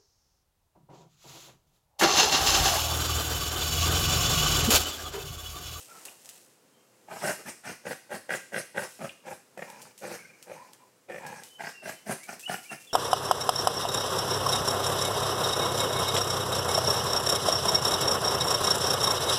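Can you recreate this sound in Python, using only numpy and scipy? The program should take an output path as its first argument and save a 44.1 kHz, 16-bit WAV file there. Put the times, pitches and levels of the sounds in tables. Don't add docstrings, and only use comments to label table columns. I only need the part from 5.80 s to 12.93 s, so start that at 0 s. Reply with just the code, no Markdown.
import sys
import numpy as np
from scipy import signal
from scipy.fft import rfft, irfft, next_fast_len
from scipy.io import wavfile
from scipy.ndimage import uniform_filter1d, map_coordinates

SR = 44100
rng = np.random.default_rng(int(sys.argv[2]) if len(sys.argv) > 2 else 0)


def level_to_linear(level):
    exponent = np.asarray(level, float) / 20
    return 10 ** exponent


def inscribe(sig):
    pcm = np.round(np.clip(np.atleast_2d(sig).T, -1, 1) * 32767)
    wavfile.write(sys.argv[1], SR, pcm.astype(np.int16))


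N = 314433


def unit(x):
    return x / np.sqrt(np.mean(x ** 2) + 1e-20)


def along(points, hz):
    f, v = np.transpose(points)
    return np.interp(np.log(hz + 1), np.log(f + 1), v)


def curves(rows):
    s, *columns = np.transpose(rows)
    return [np.interp(np.arange(N) / SR, s, c) for c in columns]


def during(rows, fade_s):
    t = np.arange(N) / SR
    rise = t - rows[0][0] + fade_s
    fall = rows[-1][0] + fade_s - t
    return np.clip(np.minimum(rise, fall) / fade_s, 0, 1)


def wobble(rate):
    knots = rng.standard_normal(int(N * rate / SR) + 4)
    return map_coordinates(knots, [np.arange(N) * rate / SR])


def filtered(x, response):
    m = next_fast_len(N + SR // 2)
    return irfft(rfft(x, m) * response(np.fft.rfftfreq(m, 1 / SR)), m)[..., :N]


def band(x, lo_hz, hi_hz):
    return signal.sosfilt(signal.butter(2, [lo_hz, hi_hz], "band", fs=SR, output="sos"), x)


def noise(spectrum, lumpy_db, rate):
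    fluttering = rng.standard_normal(N) * level_to_linear(lumpy_db * wobble(rate))
    return unit(filtered(fluttering, lambda hz: level_to_linear(along(spectrum, hz))))


def patchy(x, depth_db):
    z = signal.stft(x, nperseg=256)[2]
    field = uniform_filter1d(rng.standard_normal(z.shape), size=6, axis=0)
    field = uniform_filter1d(field, size=12, axis=1)
    return unit(signal.istft(z * level_to_linear(depth_db * unit(field)), nperseg=256)[1][:N])


def notes(rows, shape):
    peak_at, rise_db, fall_db, glide_done = shape
    strands = []
    for s, length, first, last, db in rows:
        start = (s, first, db - rise_db)
        peak = (s + peak_at * length, first + glide_done * (last - first), db)
        strands.append([start, peak, (s + length, last, db - fall_db)])
    return strands


def tones(strands, gain_db, waver, trill_db, fade_s, trill_rate):
    out = np.zeros(N)
    bend = 1 + waver * wobble(110)
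    trill = trill_db * wobble(trill_rate)
    for strand in strands:
        hz, db = curves(strand)
        whistle = np.sin(2 * np.pi * np.cumsum(hz * bend) / SR)
        out += level_to_linear(db + gain_db + trill) * during(strand, fade_s) * whistle
    return out


# [pitch_hz, level_db per Hz]
FOREST = [(24, -83), (40, -51), (106, -15), (124, -11), (159, -14), (189, -11.5), (466, -11.5), (502, -7),
          (569, -14.5), (2620, -24), (2830, -23), (3050, -24.5), (3370, -26.5), (7710, -24), (15900, -33)]


def hush():
    drift_db = .8 * wobble(3)
    return level_to_linear(-62.5 + drift_db) * noise(FOREST, 0.23, 28)


# [pitch_hz, t60_s]
TRUNKS = [(200, 0.17), (1500, 0.35), (5000, 0.68), (12000, 0.54)]


def trunks(x):
    tails = 3
    out, turn = np.zeros(N), (np.arange(N) // (SR // 5)) % tails
    for k in range(tails):
        hz, t, z = signal.stft(rng.standard_normal(SR // 2), SR, nperseg=256)
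        decay = level_to_linear(-60 * t / along(TRUNKS, hz)[:, None])
        tail = signal.istft(z * decay, SR, nperseg=256)[1]
        part = x * uniform_filter1d(1. * (turn == k), size=2000)
        out += signal.fftconvolve(np.pad(part, (500, 0)), tail / np.linalg.norm(tail))[:N]
    return out


# [start_s, length_s, first_hz, last_hz, peak_db]
BIRD = [(.91, 0.14, 3180, 3120, -78), (5.65, .17, 2994, 3050, -58), (5.93, 0.12, 2820, 2727, -49.5),
        (6.13, 0.133, 3080, 3000, -63), (6.405, 0.062, 1946, 2320, -54.5), (6.625, 0.086, 2517, 2970, -47),
        (6.845, 0.042, 2194, 2420, -55.5), (6.885, 0.052, 2750, 2690, -48), (6.95, 0.091, 2400, 2400, -57),
        (7.078, 0.042, 3470, 3290, -50), (7.1, 0.032, 3160, 2690, -51)]
# [peak_at share of length, start_db under peak, end_db under peak, glide_done share by the peak]
BIRD_SHAPE = (0.49, 3.5, 7.7, 0.89)


def bird():
    return tones(notes(BIRD, BIRD_SHAPE), 3.3, waver=.009, trill_db=6, fade_s=0.0087, trill_rate=75)


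# [time_s, crackle_db, scuff_db relative]
RUSTLE = [
    (0.0, -47, -16),
    (0.072, -55, -19),
    (0.108, -57, -4.5),
    (0.282, -51.5, -5.5),
    (0.372, -62.5, -8),
    (0.51, -53.5, -10.5),
    (0.73, -68, -13),
    (0.75, -73, -6),
]
# [pitch_hz, level_db per Hz]
LEAVES = [(1180, -28), (2000, -8.5), (2200, -18), (2570, -5), (3740, -8.5), (8100, -2), (12700, -9),
          (15900, -14.5)]
SCUFF = [(88, -37), (150, -8), (640, 7), (2210, -4.5), (2400, -18), (3120, -34), (5280, -120)]


def shuffle():
    crackle_db, scuff_db = curves(RUSTLE)
    litter = noise(LEAVES, 2.5, 400) + level_to_linear(scuff_db) * noise(SCUFF, 3.1, 58.0)
    return level_to_linear(crackle_db) * during(RUSTLE, 0.054) * litter


# [time_s, peak_db, after_crackle_db relative, t60_s]
TICKS = [(0.057, -41, -17, 0.1), (0.2517, -31.5, -5, 0.095), (0.4568, -35.5, -11.5, 0.048),
         (0.4901, -32, -8, 0.077), (3.09, -50, -1, 1), (3.7763, -43.5, -8.5, 0.1),
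         (3.9008, -35.5, -12.5, 0.11), (4.017, -38, -6.5, 0.16), (4.1775, -43, -6, 0.48),
         (4.6261, -35, -12.5, 0.14), (4.9327, -37.5, -13.5, 0.1), (5.4645, -35, -7.5, 0.13),
         (5.6348, -34.5, -13, 0.42), (6.4326, -37, -7.5, 0.21), (6.594, -37.5, -6, 0.47),
         (6.83, -48, -1, .6), (7.0, -51.5, -2.5, 0.91)]
# [time_s, peak_db, ring_hz]
TWIGS = [
    (0.2835, -38.5, 2660),
    (.575, -47, 220),
    (3.293, -34, 2640),
    (3.2935, -42, 3150),
    (4.054, -37, 1250),
    (4.055, -46, 600),
    (4.46, -47, 160),
]


def snaps():
    snap, after, t = np.zeros(N + SR), np.zeros(N + SR), np.arange(SR // 4) / SR
    for s, db, after_db, t60 in TICKS:
        at = round(s * SR) + 40
        snap[at] = level_to_linear(db + 14.0)
        after[at:][:len(t)] += level_to_linear(db - 29.5 - 60 * t / 0.0022) + level_to_linear(db + after_db - 2.0 - 60 * t / t60)
    for s, db, hz in TWIGS:
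        for lag, pitch in ((0, 1.06), (.0025, .93), (.012, 1.15)):
            ring = level_to_linear(db - 950 * lag - 60 * t / 0.026) * np.sin(2 * np.pi * hz * pitch * t)
            snap[round((s + lag) * SR):][:len(t)] += ring
    return band(snap[:N], 1900, 11000) + after[:N] * noise(LEAVES, 2.3, 500)


# [start_s, length_s, first_hz, last_hz, peak_db]
WHEEZE = [
    (.1, .09, 1350, 1336, -53),
    (3.89, 0.12, 943, 1002, -52.5),
    (3.9, .08, 1706, 1645, -59),
    (4.4, 0.062, 2265, 2150, -52.5),
    (4.54, .09, 2290, 2150, -68),
    (4.41, 0.063, 1610, 1520, -57),
    (4.78, 0.13, 972, 1008, -51),
    (5.0, 0.078, 1032, 1012, -61),
    (5.43, 0.16, 904, 959, -53),
    (5.44, .16, 1670, 1660, -55),
]
# [peak_at share of length, start_db under peak, end_db under peak, glide_done share by the peak]
WHEEZE_SHAPE = (0.21, 1.2, 10.5, 0.46)


def wheeze():
    return tones(notes(WHEEZE, WHEEZE_SHAPE), 3.3, waver=.022, trill_db=5, fade_s=0.015, trill_rate=130)


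# [pitch_hz, level_db per Hz]
SNOUT = [(1760, -2), (3000, -6.5), (3500, -13), (4690, -8.5), (5140, -3.5), (7340, -7.5), (8090, -8),
         (12800, -15.5), (15900, -19.5)]


def snout_hiss(flutter):
    hiss = flutter ** 0.11 * patchy(noise(SNOUT, 0.77, 300), 3)
    return hiss, unit(band(hiss, 7350, 12800))


def valve(times):
    marks, lag = np.zeros(N), np.arange(-SR // 40, SR // 40 + 1) / SR
    marks[(np.array(times) * SR).astype(int) + 40] = 1
    shut = -.75 * np.exp(-(lag / .007) ** 4)
    burst = .5 * np.exp(-abs(lag) / .006)
    shape = np.where(lag < 0, shut, burst)
    return np.clip(1 + signal.fftconvolve(marks, shape, "same"), .1, 3)


# [time_s, peak_db, mouth_db relative]
FLAPS = [(1.437, -19, -18), (1.492, -13, -16), (1.862, -26, -10), (1.89, -24.5, -2), (2.065, -27, -14),
         (2.108, -30, -3), (2.128, -21.5, -4), (2.492, -20, -1.5), (2.504, -20.5, 7), (2.536, -16.5, 3.5),
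         (2.742, -19, 3.5), (2.761, -16, 1.5), (2.796, -28, -13), (2.972, -17, -2), (2.99, -19, -3.5),
         (3.205, -23, -23), (3.774, -21.5, -16), (3.819, -27, -3), (4.263, -22, -13), (4.339, -21.5, -8),
         (4.73, -33, -11), (5.359, -23.5, -7), (5.804, -18.5, -7.5), (5.835, -22.5, -9), (5.868, -27.5, 6),
         (6.074, -20, -12), (6.294, -12.5, -15), (6.528, -22, -13), (6.694, -18.5, -15), (6.741, -16, -2)]


def airflow(flutter):
    scatter_db = 2.2 * rng.standard_normal(N)
    small = unit((rng.random(N) < 120 / SR) * level_to_linear(scatter_db))
    flow = valve([f[0] for f in FLAPS])
    return [(0.77 * small + 0.75 * unit(flutter * rng.standard_normal(N))) * flow for _ in range(2)]


# [start_s, swell_s, hold_s, throat_db, hiss_db relative]
GRUNTS = [(0.073, .001, 0.11, -60, 0), (1.276, 0.046, 0.094, -37.5, -10.5),
          (1.422, 0.029, 0.043, -30, -6.5), (1.59, .004, .002, -43, -26), (1.646, 0.03, .002, -40, 0),
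          (1.837, .002, 0.057, -40, -5), (2.044, 0.023, 0.041, -34, -9.5), (2.297, 0.038, .002, -33, -8),
          (2.488, 0.026, 0.023, -33.5, -4.5), (2.718, 0.052, .002, -32, -5.5),
          (2.949, 0.022, 0.049, -30.5, -11), (3.19, 0.026, 0.031, -33.5, -14),
          (3.444, 0.0024, 0.074, -37.5, -14), (3.77, .02, 0.04, -38.5, -14.5),
          (4.213, 0.026, 0.096, -35.5, -12.5), (4.389, .002, 0.23, -60.5, -11),
          (4.663, 0.046, 0.015, -39.5, -13), (5.283, 0.0025, 0.084, -39.5, -17),
          (5.787, 0.0026, 0.087, -40, -9.5), (6.024, 0.054, 0.0031, -34.5, -5),
          (6.256, 0.043, 0.012, -33, -4), (6.472, 0.0037, 0.041, -41, -5.5),
          (6.677, 0.01, 0.036, -33, -6.5), (6.9, 0.012, 0.0023, -36, -6)]


def strong_flaps():
    pulses = np.zeros((2, N))
    pops = [(g[0] + .008, g[3] + 4, -26) for g in GRUNTS]
    for s, db, mouth_db in FLAPS + pops:
        pulses[:, round(s * SR) + 40] = -level_to_linear(1.5) * level_to_linear([db + 6.5, db + mouth_db + 8.0])
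    return pulses


OPEN_S, RELEASE_S = .012, 0.1


def push(t, swell, hold, db, moves, slow):
    open_db, fade_s = 9, .008
    up, sag, fall = moves
    times = np.cumsum([0, OPEN_S, swell, hold, RELEASE_S])
    steps_db = [-open_db, open_db, up * swell, -sag * hold, -slow * fall * RELEASE_S]
    levels = np.cumsum(steps_db) - up * swell
    fade = np.clip(np.minimum(t + fade_s, times[-1] + fade_s - t) / fade_s, 0, 1)
    return level_to_linear(db + np.interp(t, times, levels)) * fade


def cavities(x, modes, damp_hz, zero_hz):
    f = np.fft.rfftfreq(len(x), 1 / SR)

    def peak(c, w):
        return 1j * f * w / (c * c - f * f + 1j * f * w)

    response = sum(level_to_linear(db) * peak(c, w) * peak(c, damp_hz) for c, w, db in modes)
    response = response * (1 - (1 - level_to_linear(-8)) * peak(zero_hz, 300))
    return irfft(rfft(x) * response / np.sqrt(np.mean(abs(response) ** 2)), len(x))


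# [throat_hz, mouth_hz, mouth_db relative, nose_db relative, chest_db relative]
TRACT = [(520, 1300, -3.5, 2, -11), (693, 1250, -5.5, 1.5, -9), (596, 1524, -1.5, -9, -9),
         (485, 1210, -2, -6, -9), (630, 1770, -1.5, 0, 0.5), (663, 1430, 1, -4, -2),
         (507, 1540, -2.5, -3.5, -3), (560, 1520, -1.5, -3, -6.5), (538, 1570, 1.5, -7.5, -8),
         (530, 1590, 1, -52, -6.5), (540, 1540, 0, -2.5, -7.5), (593, 1260, -7.5, -34, -4.5),
         (540, 1640, -10, 1, -8.5), (544, 1810, -4, -11, -9.5), (533, 1425, -7.5, -7, -8),
         (430, 1560, 5, -15, 2), (538, 1500, -10, -3, -8.5), (530, 1800, -4.5, -12, -9.5),
         (704, 1594, 0.5, 5, -7.5), (630, 1613, -0.5, -31, -6), (607, 1600, -5.5, -14, 0),
         (710, 1420, 0.5, -5.5, -5.5), (735, 1410, -1, -7, -5.5), (710, 1404, -2.5, -7, -2.5)]
# [start_s, swell_s, hold_s, throat_db, hiss_db relative]
GASPS = [
    (3.869, .002, 0.13, -45.5, -14),
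    (4.751, .002, 0.093, -48.5, -16),
    (4.985, 0.014, .002, -60, -28),
    (5.398, 0.03, 0.13, -38.5, -18.5),
]
# [throat_hz, mouth_hz, mouth_db relative, nose_db relative, chest_db relative]
GASP_TRACT = (522, 1704, -8, 7, -9.5)
# [pitch_hz, width_hz, level_db]
UPPER = [(2783, 56, -10), (3230, 250, -17.5)]


def boar():
    # swell, sag in the hold, fall, in dB per s
    throat_moves, mouth_moves, hiss_moves = (152, 47, 620), (210, 50, 870), (217, -49.5, 290)
    flutter = level_to_linear(4 * wobble(60))
    throat_air, mouth_air = airflow(flutter)
    hiss, edge = snout_hiss(flutter)
    flaps, voice = strong_flaps(), np.zeros(N)
    breaths = [(g, tract, 1) for g, tract in zip(GRUNTS, TRACT)]
    breaths += [(g, GASP_TRACT, 0.21) for g in GASPS]
    for (s, swell, hold, db, hiss_db), tract, slow in breaths:
        throat_hz, mouth_hz, mouth_db, nose_db, chest_db = tract
        t = np.arange(round((swell + hold + RELEASE_S + .13) * SR)) / SR - .02
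        first = round((s - .02) * SR)
        near = slice(first, first + len(t))
        own = (t > -.005) & (t < OPEN_S + swell + hold + .01)

        nose_hz = 797 + 7.9 * max(nose_db, -10)
        zero_hz = 1.406 * nose_hz
        palate_db = min(0.84 * (-50 - db - mouth_db), 5)
        side_db = -5 + 0.35 * palate_db
        low = [(throat_hz, 130, 0), (nose_hz, 120, nose_db)]
        low += [(190, 110, chest_db + max(nose_db, 0)), (380, 120, -7)]
        high = [(mouth_hz, 170, 0), (1.198 * mouth_hz, 150, -5)]
        high += [(2386, 150, palate_db), (1250, 90, side_db)] + UPPER

        throat = push(t, swell, hold, db - 3, throat_moves, slow) * throat_air[near]
        mouth = push(t, swell, hold, db + mouth_db - 4, mouth_moves, slow) * mouth_air[near]
        voice[near] += cavities(throat + own * flaps[0, near], low, 460, zero_hz)
        voice[near] += cavities(mouth + own * flaps[1, near], high, 280, zero_hz)
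        snout_db = db + hiss_db
        fizz = level_to_linear(-8.5 + 0.61 * (snout_db + 35.5)) * edge[near]
        voice[near] += push(t - 0.0058, swell, hold, snout_db, hiss_moves, slow) * (hiss[near] + fizz)
    return band(voice, 137, 20000) + wheeze()


def ground(x):
    delay_s, echo_db = 0.000475, -11.5
    return 0.97 * filtered(x, lambda hz: 1 + level_to_linear(echo_db) * np.exp(-2j * np.pi * hz * delay_s - hz / 6000))


def scene():
    pig, song, litter = ground(boar()), bird(), shuffle() + snaps()
    echo = trunks(level_to_linear(-8) * pig + level_to_linear(-4) * song + level_to_linear(-9.5) * litter)
    return (pig + song + litter + echo + hush())[None]


def roll_off(x):
    return signal.sosfilt(signal.butter(12, 16090, fs=SR, output="sos"), x)


def record(dry):
    mic = signal.sosfilt(signal.butter(3, 80, "high", fs=SR, output="sos"), dry)
    mix = filtered(mic, lambda hz: hz < 15830)
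    return roll_off(mix)


dry = scene()
out = record(dry)
inscribe(out)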